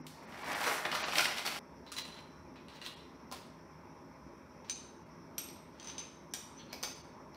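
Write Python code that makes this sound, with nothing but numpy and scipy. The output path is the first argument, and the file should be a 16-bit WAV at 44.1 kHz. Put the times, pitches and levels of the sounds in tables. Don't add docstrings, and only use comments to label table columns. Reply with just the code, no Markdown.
import sys
import numpy as np
from scipy import signal
from scipy.fft import rfft, irfft
from scipy.io import wavfile
from scipy.ndimage import uniform_filter1d

SR = 44100
rng = np.random.default_rng(int(sys.argv[2]) if len(sys.argv) > 2 else 0)


def undo_db(level):
    steps = np.asarray(level, float) / 20
    return 10 ** steps


def int16_out(signal):
    q = np.round(np.clip(np.atleast_2d(signal).T, -1, 1) * 32767)
    wavfile.write(sys.argv[1], SR, q.astype(np.int16))


N = 324576
T = np.arange(N) / SR

# frequency in Hz, density in dB per Hz.
FOIL_COLOUR = [(88, -68), (150, -7), (226, -5.5), (662, -5.5), (730, -1.5), (821, 0.5), (1980, -1),
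               (5790, -6.5), (6390, -15), (14200, -22.5), (16000, -26.5)]
# frequency in Hz, level in dB, t60 in seconds.
LID_MODES = [(1050, -16, .03), (1970, -15, 0.032), (2500, -17, 0.018), (2800, -15, 0.025),
             (4022, -5, 0.065), (4110, -16, .03), (5880, -17, 0.03), (7200, -16, 0.0099), (9560, -19, .015),
             (11100, -24, 0.05), (14010, -28, .015)]
# frequency in Hz, level in dB, t60 in seconds.
GRIPPED_MODES = [(2400, -15, .018), (3887, -9, .024), (4500, -14, .012), (5324, -13, .018), (6090, -9, .05),
                 (6200, 0, .025), (8780, -16, .04), (9500, -25, .015), (11650, -36, .03), (14600, -30, .02),
                 (15500, -30, .02)]
# centre in seconds, length in seconds, lower edge in Hz, depth in dB.
TREBLE_DIPS = [(0.031, 0.019, 6000, -22), (.265, 0.016, 6300, -15), (0.436, 0.013, 5700, -10),
               (0.543, .012, 6300, -15), (1.04, 0.026, 7500, -18), (2.035, .014, 6500, -5),
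               (2.955, .014, 5500, -12), (4.744, 0.017, 9100, -15), (5.045, .016, 6360, -8),
               (6.945, .016, 7300, -8), (7.03, .016, 6500, -8)]


def evened(x):
    return x / np.sqrt(np.mean(x ** 2) + 1e-20)


def read(points, hz):
    f, value = np.transpose(points)
    return np.interp(np.log(hz + 1), np.log(f + 1), value)


def add(mix, start_s, sound):
    part = mix[round(start_s * SR):][:len(sound)]
    part += sound[:len(part)]


def colour(x, points):
    gain_db = np.maximum(read(points, abs(np.fft.fftfreq(4096, 1 / SR))), -90)
    log_gain = np.log(undo_db(gain_db))
    taps = np.fft.ifft(np.exp(np.conj(signal.hilbert(log_gain)))).real[:2048]
    return signal.oaconvolve(x, taps / np.linalg.norm(taps))[:len(x)]


def tilt(x, bright_db, split_hz):
    low = signal.sosfilt(signal.butter(2, split_hz, fs=SR, output="sos"), x)
    high = signal.sosfilt(signal.butter(2, split_hz, "high", fs=SR, output="sos"), x)
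    return low - undo_db(bright_db) * high


def band(x, lo_hz, hi_hz):
    if lo_hz:
        x = signal.sosfilt(signal.butter(5, lo_hz, "high", fs=SR, output="sos"), x)
    if hi_hz:
        x = signal.sosfilt(signal.butter(5, hi_hz, fs=SR, output="sos"), x)
    return evened(x)


def grains(per_s, spread_db):
    size = undo_db(spread_db * np.minimum(rng.exponential(1, N), 4)) * rng.standard_normal(N)
    return evened(size * (rng.random(N) < per_s / SR))


def ring(modes, detune=0, size=8192):
    t, total = T[:size], np.zeros(size)
    for k, (hz, db, t60_s) in enumerate(modes):
        decay = undo_db(db - 60 * t / t60_s)
        total += (-1) ** k * decay * np.sin(2 * np.pi * hz * (1 + detune) * t)
    return total / 2


def gestures(rows):
    peak_s, swell_s, ebb_s, db, colour_db = np.transpose(rows)[:, :, None]
    t = T[::32]
    fall_db = 20 * np.maximum((peak_s - t) / swell_s, (t - peak_s) / ebb_s)
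    power = undo_db(db - fall_db) ** 2 + 1e-30
    total = power.sum(0)
    blend_db = 10 * np.log10((power * undo_db(colour_db) ** 2).sum(0) / total)
    return np.interp(T, t, np.sqrt(total)), np.interp(T, t, blend_db)


def bean_patter():
    # peak in seconds, swell in seconds per 20 dB,
    # ebb in seconds per 20 dB, level in dB, crispness in dB.
    surges = [(0.067, .004, .1, -66, 26), (0.36, .2, .2, -48, -18), (0.535, .25, .14, -32, -5),
              (0.7, .22, .16, -27.5, 1.5), (0.856, .018, .045, -29, -10), (0.918, .008, .3, -37, 0),
              (0.955, .03, .15, -36, 3), (1.03, .1, .25, -35.5, -14), (1.192, .11, .15, -32, 7.5),
              (1.27, .1, .2, -36.5, -7), (1.372, .012, .09, -38.5, 7), (1.456, .012, .09, -33, 6),
              (1.57, .2, .1, -42, 6)]
    # frequency in Hz, density in dB per Hz.
    bean_colour = [(88, -48), (150, -19.5), (282, -6), (387, -8), (466, -6.5), (720, -0.5), (2120, -4),
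                   (3500, -16), (4550, -48), (7700, -120)]
    # lower edge in Hz, upper edge in Hz (None is open).
    bands_hz = [(None, 2540), (2040, 7700), (6900, None)]
    level, crisp_db = gestures(surges)
    rattle_db = np.where(T < 0.9, -8.5, -1.5) + 0.4 * crisp_db
    fizz_db = -11 + crisp_db
    thuds = band(colour(grains(1600, 1.6) + 0.62 * rng.standard_normal(N), bean_colour), *bands_hz[0])
    rattle = band(colour(grains(2500, 2.5) + 0.76 * rng.standard_normal(N), FOIL_COLOUR), *bands_hz[1])
    fizz = band(colour(grains(6000, 4.3) + 1.2 * rng.standard_normal(N), FOIL_COLOUR), *bands_hz[2])
    patter = thuds + undo_db(rattle_db) * rattle + undo_db(fizz_db) * fizz
    clumps = evened(uniform_filter1d(uniform_filter1d(rng.standard_normal(N), 400), 400))
    return undo_db(-7.3 + 1.6 * clumps) * level * patter


def foil_snaps():
    # start in seconds, peak in dB, brightness in dB, facet pitch in Hz.
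    snaps = [(0.0662, -29, 42, 5330), (0.0794, -44, 12, 4500), (0.145, -50, 6, 4600),
             (0.3217, -38, -19, 1500), (0.3755, -37, -6, 1070), (0.3911, -36, -17, 2220),
             (0.433, -33, -15, 1160), (0.461, -32, -4, 2400), (0.4769, -31, -12, 1140),
             (0.4978, -28, -12, 1130), (0.517, -25, -3, 2200), (0.547, -25, -10, 1200),
             (0.614, -25, -10, 900), (0.6399, -22, -8, 2100), (0.651, -23, -8, 1000), (0.6675, -21, 0, 860),
             (0.693, -23, -4, 1400), (0.718, -24, -6, 1000), (0.764, -27, -8, 900),
             (0.8512, -19, -19, 1880), (0.8614, -30, 2, 800), (0.9148, -21, -4, 2130),
             (0.9244, -21, -8, 1200), (0.9497, -19, 6, 1170), (0.9744, -27, -14, 1000),
             (1.039, -22, 1, 1940), (1.0829, -23, -8, 754), (1.1223, -24, -10, 2160),
             (1.1324, -22, -13, 950), (1.1543, -16, 4, 2020), (1.1823, -9.5, 8, 2200),
             (1.1924, -15, 4, 1200), (1.2064, -14, 14, 3900), (1.2434, -17.5, 6, 2770),
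             (1.2545, -14, -4, 1900), (1.285, -24, -8, 1000), (1.372, -27, -1, 2240),
             (1.3815, -23, 9, 2390), (1.3924, -21, -9, 3000), (1.4514, -28, -4, 1000),
             (1.4626, -14, 7, 3400), (1.4744, -21, 10, 5000)]
    out, t = np.zeros(N), T[:2048]
    envelope = undo_db(-60 * t / 0.016) * (1 - np.exp(-t / 0.0019))
    for start_s, db, bright_db, hz in snaps:
        noise, roughness = rng.standard_normal((2, 2048))
        cracks = noise * np.exp(0.85 * roughness) * envelope
        snap = tilt(colour(cracks, FOIL_COLOUR), bright_db, 3660)
        facet = ring([(hz, 0, 6 / hz)], size=2048)
        pop = band(signal.oaconvolve(cracks, facet)[:2048], hz / 2, None)
        add(out, start_s, undo_db(db - 7) * (snap / abs(snap).max() + undo_db(-3) * pop / abs(pop).max()))
    return out


def knocks(events, modes, tick_colour, chatter_s, thud_db):
    # frequency in Hz, density in dB per Hz.
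    thud_colour = [(150, -10), (700, 0), (1300, -5), (3000, -31)]
    out, t = np.zeros(N), T[:2048]
    for start_s, db, ring_db, bright_db in events:
        noise = rng.standard_normal(2048)
        chatter = 0.14 * noise * undo_db(-60 * t / chatter_s)
        chatter[16] += 1
        tick = tilt(colour(chatter, tick_colour), bright_db, 7200)
        thud = colour(noise * undo_db(-60 * t / 0.034), thud_colour)
        rung = tilt(ring(modes, 0.002 * noise[0]), bright_db, 7800)
        push_db = thud_db + 0.6 * (db + 35)
        add(out, start_s, undo_db(db - 3.5) * tick / abs(tick).max())
        add(out, start_s, undo_db(push_db) * thud / abs(thud).max())
        add(out, start_s + 0.0005, undo_db(db + ring_db) * rung)
    return out


def lid_knocks():
    # start in seconds, peak in dB, ring in dB, brightness in dB.
    loose_knocks = [(1.8647, -54, 0, -14), (1.9658, -37, 11, 0), (1.9844, -32, 7, 2), (2.0522, -38, 2, -8),
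                    (2.0794, -34, -10, -10), (2.143, -40, 1, -12), (2.1656, -44, 2, -10),
                    (2.1894, -44, -2, -6), (2.205, -47, 0, -10)]
    # start in seconds, peak in dB, ring in dB, brightness in dB.
    rim_hits = [
        (1.918, -33, -3.5, 1),
        (1.9223, -32, -4.5, 4),
    ]
    # start in seconds, peak in dB, ring in dB, brightness in dB.
    twist_knocks = [(2.5596, -52, -10, -20), (2.6838, -40, -6, -20), (2.7, -50, 0, -20),
                    (2.7684, -46, 0, -18), (2.8155, -38, 2, -20), (2.8246, -42, 2, -14),
                    (2.8398, -42, 0, -6), (2.852, -42, 0, -6), (2.8629, -25, -12, -12),
                    (2.8744, -34, -10, -3)]
    # start in seconds, peak in dB, ring in dB, brightness in dB.
    seat_knocks = [
        (3.3144, -30, -10, -16),
        (3.3233, -25.5, -10, -5),
    ]
    # frequency in Hz, level in dB, t60 in seconds.
    rim_modes = [(1270, 0, 0.057), (2900, -10, .015), (4100, -9, .03), (4860, -6, .015), (5300, -7, .012),
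                 (5810, -8, 0.025), (6500, -8, .01), (7020, -7, 0.012), (8284, -11, 0.071),
                 (11100, -6, .015)]
    # frequency in Hz, level in dB, t60 in seconds.
    twist_modes = [(1050, -14, .03), (1950, -8, .035), (2450, -16, .03), (2850, -5, .035), (3450, -18, .02),
                   (4050, -2, .04), (4550, -7, .025), (5850, -13, .03), (7500, -20, .015),
                   (11100, -24, .04)]
    # frequency in Hz, level in dB, t60 in seconds.
    seat_modes = [(564, 1, 0.017), (804, -2, 0.037), (3000, -16, .015), (5071, 0, 0.017), (8500, -11, 0.06),
                  (11080, -8, 0.057), (14900, -3, .012)]
    # frequency in Hz, density in dB per Hz.
    lid_tick = [(350, -35), (600, -9), (1280, -7), (2010, -14), (3040, 3), (4300, -1), (5710, -24),
                (8740, -7), (16000, -14)]
    # frequency in Hz, density in dB per Hz.
    seat_tick = [(700, -25), (1500, -16), (3500, -1), (5500, 2), (9500, -14), (15000, -5), (16000, -2)]
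    out = knocks(loose_knocks, LID_MODES, lid_tick, 0.0071, thud_db=-48)
    out += knocks(seat_knocks, seat_modes, seat_tick, 0.022, thud_db=-42)
    out += knocks(rim_hits, rim_modes, lid_tick, 0.017, thud_db=-54)
    out += knocks(twist_knocks, twist_modes, lid_tick, 0.008, thud_db=-50)
    return out


def crank_knocks():
    # start in seconds, peak in dB, ring in dB, brightness in dB.
    gripped_knocks = [(4.646, -57, -2, -3), (4.6967, -19.5, -5, 3), (5.7986, -36, -5, -8),
                      (5.8282, -39, -5, -3), (5.845, -38, -3, 4), (5.8726, -28, -6, -2),
                      (5.8844, -39, 0, -2), (5.8988, -31.5, -6, -6), (5.981, -27.5, 0, -6),
                      (5.99, -38, 0, 0), (6.0042, -46, 3, 0)]
    # start in seconds, peak in dB, ring in dB, brightness in dB.
    free_knocks = [
        (5.3807, -23.5, -1.5, -1),
    ]
    # start in seconds, peak in dB, ring in dB, brightness in dB.
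    edge_knocks = [
        (6.337, -19.5, -5, -4),
    ]
    # start in seconds, peak in dB, ring in dB, brightness in dB.
    clack_knocks = [(5.4876, -42.5, 0, -8), (5.5605, -45.5, -8, -16), (6.7265, -40, -4, -3),
                    (6.7296, -27, -4, -3), (6.741, -40, -6, -3), (7.3454, -55, 6.5, -7)]
    # start in seconds, peak in dB, ring in dB, brightness in dB.
    home_knocks = [
        (6.8283, -26, -8, 6),
        (6.8341, -19.5, -8, -2),
        (6.8397, -32, -6, 2),
        (6.849, -34, -6, 0),
        (6.875, -40, -4, -4),
    ]
    # frequency in Hz, level in dB, t60 in seconds.
    free_modes = [(2430, -9, .018), (3865, -20, .06), (5380, -20, .05), (5700, -1, .025), (6170, -12, .02),
                  (8310, -6, .03), (8450, -14, .06), (8790, -12, .02), (11690, -6, .08), (11790, -7, .025),
                  (13320, -24, .02), (14910, -14, .03)]
    # frequency in Hz, level in dB, t60 in seconds.
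    edge_modes = [(2354, -13, 0.027), (3740, -13.5, 0.023), (5130, -16, .02), (5480, -13, 0.037),
                  (5840, -1.5, 0.026), (8230, -8.5, 0.02), (11700, -12.5, 0.021), (13310, -16, .03),
                  (14920, -10, .02)]
    # frequency in Hz, level in dB, t60 in seconds.
    clack_modes = [(1400, -16, .006), (2350, 0, 0.007), (3000, -7, 0.008), (3650, -10, .006),
                   (4270, 3, 0.008), (5150, -2, 0.015), (5830, -4, 0.012), (11600, -8.5, 0.0098),
                   (15000, -12, .02)]
    # frequency in Hz, level in dB, t60 in seconds.
    home_modes = [(996, -9, .01), (1600, -15, .008), (2444, -10, .015), (3564, -9, .01), (4500, 0, .012),
                  (5400, -2, .014), (6110, 2, .018), (6400, -5, .014), (7100, -9, .008), (8800, -13, .025),
                  (11650, -15, .015), (14900, -19, .015)]
    # frequency in Hz, density in dB per Hz.
    gripped_tick = [(700, -50), (1500, -6), (3800, -1.5), (6100, 2.5), (8800, -15), (10600, -43),
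                    (14000, -26), (16000, -22)]
    # frequency in Hz, density in dB per Hz.
    free_tick = [(700, -50), (1500, 0.5), (4750, 3), (7200, 0.5), (10500, -6), (12200, -6), (12800, -38),
                 (14000, -32), (16000, -21)]
    # frequency in Hz, density in dB per Hz.
    clack_tick = [(700, -26), (1300, 6), (2600, 2), (5500, 0), (7000, -10), (9600, -6), (11400, -22),
                  (13300, -5), (15000, -5), (16000, -17)]
    out = knocks(gripped_knocks, GRIPPED_MODES, gripped_tick, 0.013, thud_db=-59)
    out += knocks(clack_knocks, clack_modes, clack_tick, 0.038, thud_db=-45)
    out += knocks(free_knocks, free_modes, free_tick, 0.04, thud_db=-53)
    out += knocks(edge_knocks, edge_modes, free_tick, 0.043, thud_db=-52)
    out += knocks(home_knocks, home_modes, clack_tick, 0.035, thud_db=-45)
    return out


def rubbing():
    # peak in seconds, swell in seconds per 20 dB, ebb in seconds per 20 dB,
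    # level in dB, brightness in dB.
    lid_strokes = [(1.866, .004, .12, -58, -2), (1.93, .012, .04, -52, 10), (1.984, .025, .045, -46, 12),
                   (2.052, .006, .06, -50, -6), (2.19, .2, .04, -52, -14), (2.56, .008, .13, -55, -30),
                   (2.686, .005, .3, -56, -14), (2.76, .06, .04, -56, 2), (2.817, .004, .25, -53.5, -10),
                   (2.864, .045, .045, -49, 8), (3.324, .012, .12, -50, 4)]
    # peak in seconds, swell in seconds per 20 dB,
    # ebb in seconds per 20 dB, level in dB, brightness in dB.
    crank_strokes = [(4.648, .008, .04, -57, -12), (4.694, .03, .06, -55, -2), (5.8, .03, .3, -63, -3),
                     (5.896, .15, .14, -50, -8), (5.99, .015, .1, -49.5, -8), (6.6, .05, .1, -55, -12),
                     (6.722, .08, .012, -54, -20), (7.347, .008, .1, -70, 9)]
    # frequency in Hz, density in dB per Hz.
    steel_colour = [(180, -52), (300, -0.5), (725, -27), (870, 0.5), (1460, -5), (2840, -5), (4500, -7),
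                    (6410, -14), (11300, -27.5), (16000, -20)]
    level, bright_db = gestures(lid_strokes + crank_strokes)
    slips = 0.5 * grains(2500, 2.5) + 0.5 * rng.standard_normal(N)
    lid_song = evened(signal.oaconvolve(slips, ring(LID_MODES))[:N]) * (T < 3.2)
    crank_song = evened(signal.oaconvolve(slips, ring(GRIPPED_MODES))[:N]) * (T > 4)
    sung = 1.5 * (lid_song + crank_song)
    return level * tilt(colour(slips, steel_colour) + 0.1 * sung, bright_db, 4160)


def sliding():
    # start in seconds, length in seconds, level in dB, pitch in Hz, width in Hz.
    slide_rows = [(0.07, .2, -66, 5000, 1800), (1.866, .05, -60, 3900, 900), (2.558, .06, -67, 2450, 250),
                  (6.31, .028, -64, 6100, 150), (6.56, .08, -59, 6050, 180), (6.585, .06, -59, 3300, 600),
                  (6.59, .06, -63, 4250, 400), (6.685, .045, -65, 4270, 250)]
    out, t = np.zeros(N), T[:16384]
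    for start_s, length_s, db, hz, width_hz in slide_rows:
        edges_hz = [hz - width_hz / 2, hz + width_hz / 2]
        resonance = signal.butter(2, edges_hz, "band", fs=SR, output="sos")
        whistle = evened(signal.sosfilt(resonance, rng.standard_normal(16384)))
        swell = np.sin(np.pi * np.clip(t / length_s, 0, 1) ** 0.6)
        add(out, start_s, undo_db(db) * swell * whistle)
    return out


def table_hum():
    # frequency in Hz, level in dB, t60 in seconds.
    table_modes = [(153.7, -50.5, 0.93), (252, -50, 0.5), (311, -55, 0.62), (356, -54, 0.22)]
    return 2 * ring(table_modes, size=SR)


def burner():
    # frequency in Hz, density in dB per Hz.
    air_colour = [(18, -36.5), (30, -48.5), (59, -7), (118, -9.5), (266, -1), (311, -10), (426, -7),
                  (473, -12.5), (512, -9), (937, -10), (4080, -38), (5450, -42), (6380, -46),
                  (12600, -44.5), (16000, -54.5)]
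    # frequency in Hz, width in Hz, height in dB.
    humps = [(74, 20, 3), (159.3, 23.5, 6.5), (267, 15, 1), (344, 37, 7), (733, 117, -9), (1000, 190, 2.5),
             (2230, 740, 4.5), (2980, 310, -6), (4940, 500, -4), (13100, 1400, 0.5), (5570, 1570, 19)]
    frames, hz = N // 256 + 5, np.fft.rfftfreq(1024, 1 / SR)
    real, imag, patches = rng.standard_normal((frames, 513, 3)).T
    patches = evened(uniform_filter1d(uniform_filter1d(patches, 10, 0), 12, 1))
    flutter = evened(uniform_filter1d(rng.standard_normal(frames), 5))
    jet = np.exp(-((hz - 5600) / 700) ** 2)[:, None]
    spectra = (real + 1j * imag) * undo_db(1.3 * patches + 1.8 * jet * flutter)
    x = signal.istft(spectra, nperseg=1024, noverlap=768)[1][:N]
    hz = np.fft.rfftfreq(N, 1 / SR)
    shape_db = read(air_colour, hz)
    for hump_hz, width_hz, db in humps:
        shape_db = shape_db + db * np.exp(-(2 * (hz - hump_hz) / width_hz) ** 2)
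    return undo_db(-54) * evened(irfft(rfft(x) * undo_db(shape_db), N))


def cabin(x, wet_db):
    # frequency in Hz, t60 in seconds.
    cabin_t60 = [(200, 0.47), (1000, 0.59), (3000, 0.68), (6000, 0.54), (10000, 0.53), (16000, 0.33)]
    taps = np.zeros(SR)
    at = np.arange(200, SR - 12, 12)
    at += rng.integers(0, 12, len(at))
    taps[at] = rng.choice([-1., 1.], len(at))
    hz, t, z = signal.stft(taps, SR, nperseg=128)
    decay = undo_db(-60 * t / read(cabin_t60, hz)[:, None])
    tail = signal.istft(z * decay, SR, nperseg=128)[1]
    tail *= 1 + 0.84 * np.exp(-np.arange(len(tail)) / SR / 0.0098)
    return x + undo_db(wet_db) * signal.fftconvolve(x, tail / np.linalg.norm(tail))[:N]


def scene():
    before_change = np.clip((1.592 - T) / 0.00093, 0, 1)
    mix = before_change * cabin(bean_patter() + foil_snaps(), wet_db=-3)
    mix += cabin(lid_knocks(), wet_db=-1.5)
    mix += cabin(crank_knocks(), wet_db=-0.5)
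    mix += cabin(rubbing() + sliding(), wet_db=-6)
    add(mix, 0, table_hum())
    mix += burner()
    return np.array([mix, mix])


def flickering(x):
    flicker_s, scrap_s = 0.03, 0.0021
    low = signal.sosfiltfilt(signal.butter(4, 900, fs=SR, output="sos"), x)
    high, out = x - low, x.copy()
    k, scrap = np.arange(round(flicker_s * SR)), round(scrap_s * SR)
    fade = 0.45 * signal.windows.tukey(len(k), 0.5)
    for centre_s, *_ in TREBLE_DIPS:
        if centre_s > 2:
            at = round((centre_s - flicker_s / 2) * SR)
            out[at + k] += fade * (high[at + k % scrap] - high[at + k])
    return out


def dipping_treble(x):
    hz, t, z = signal.stft(flickering(x), SR, nperseg=512, noverlap=384)
    loss_db = -35 * (hz[:, None] > 15750) + 0 * t
    for centre_s, length_s, above_hz, db in TREBLE_DIPS:
        dip = np.exp(-(2 * (t - centre_s) / length_s) ** 4)
        loss_db = loss_db + db * (hz[:, None] > above_hz) * dip
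    return signal.istft(z * undo_db(loss_db), SR, nperseg=512, noverlap=384)[1][:N]


def band_limit(x):
    return signal.sosfilt(signal.butter(12, 16670, fs=SR, output="sos"), x)


def record(dry):
    dipped = dipping_treble(dry[0])
    return band_limit(np.array([dipped, dipped]))


dry = scene()
out = record(dry)
int16_out(out)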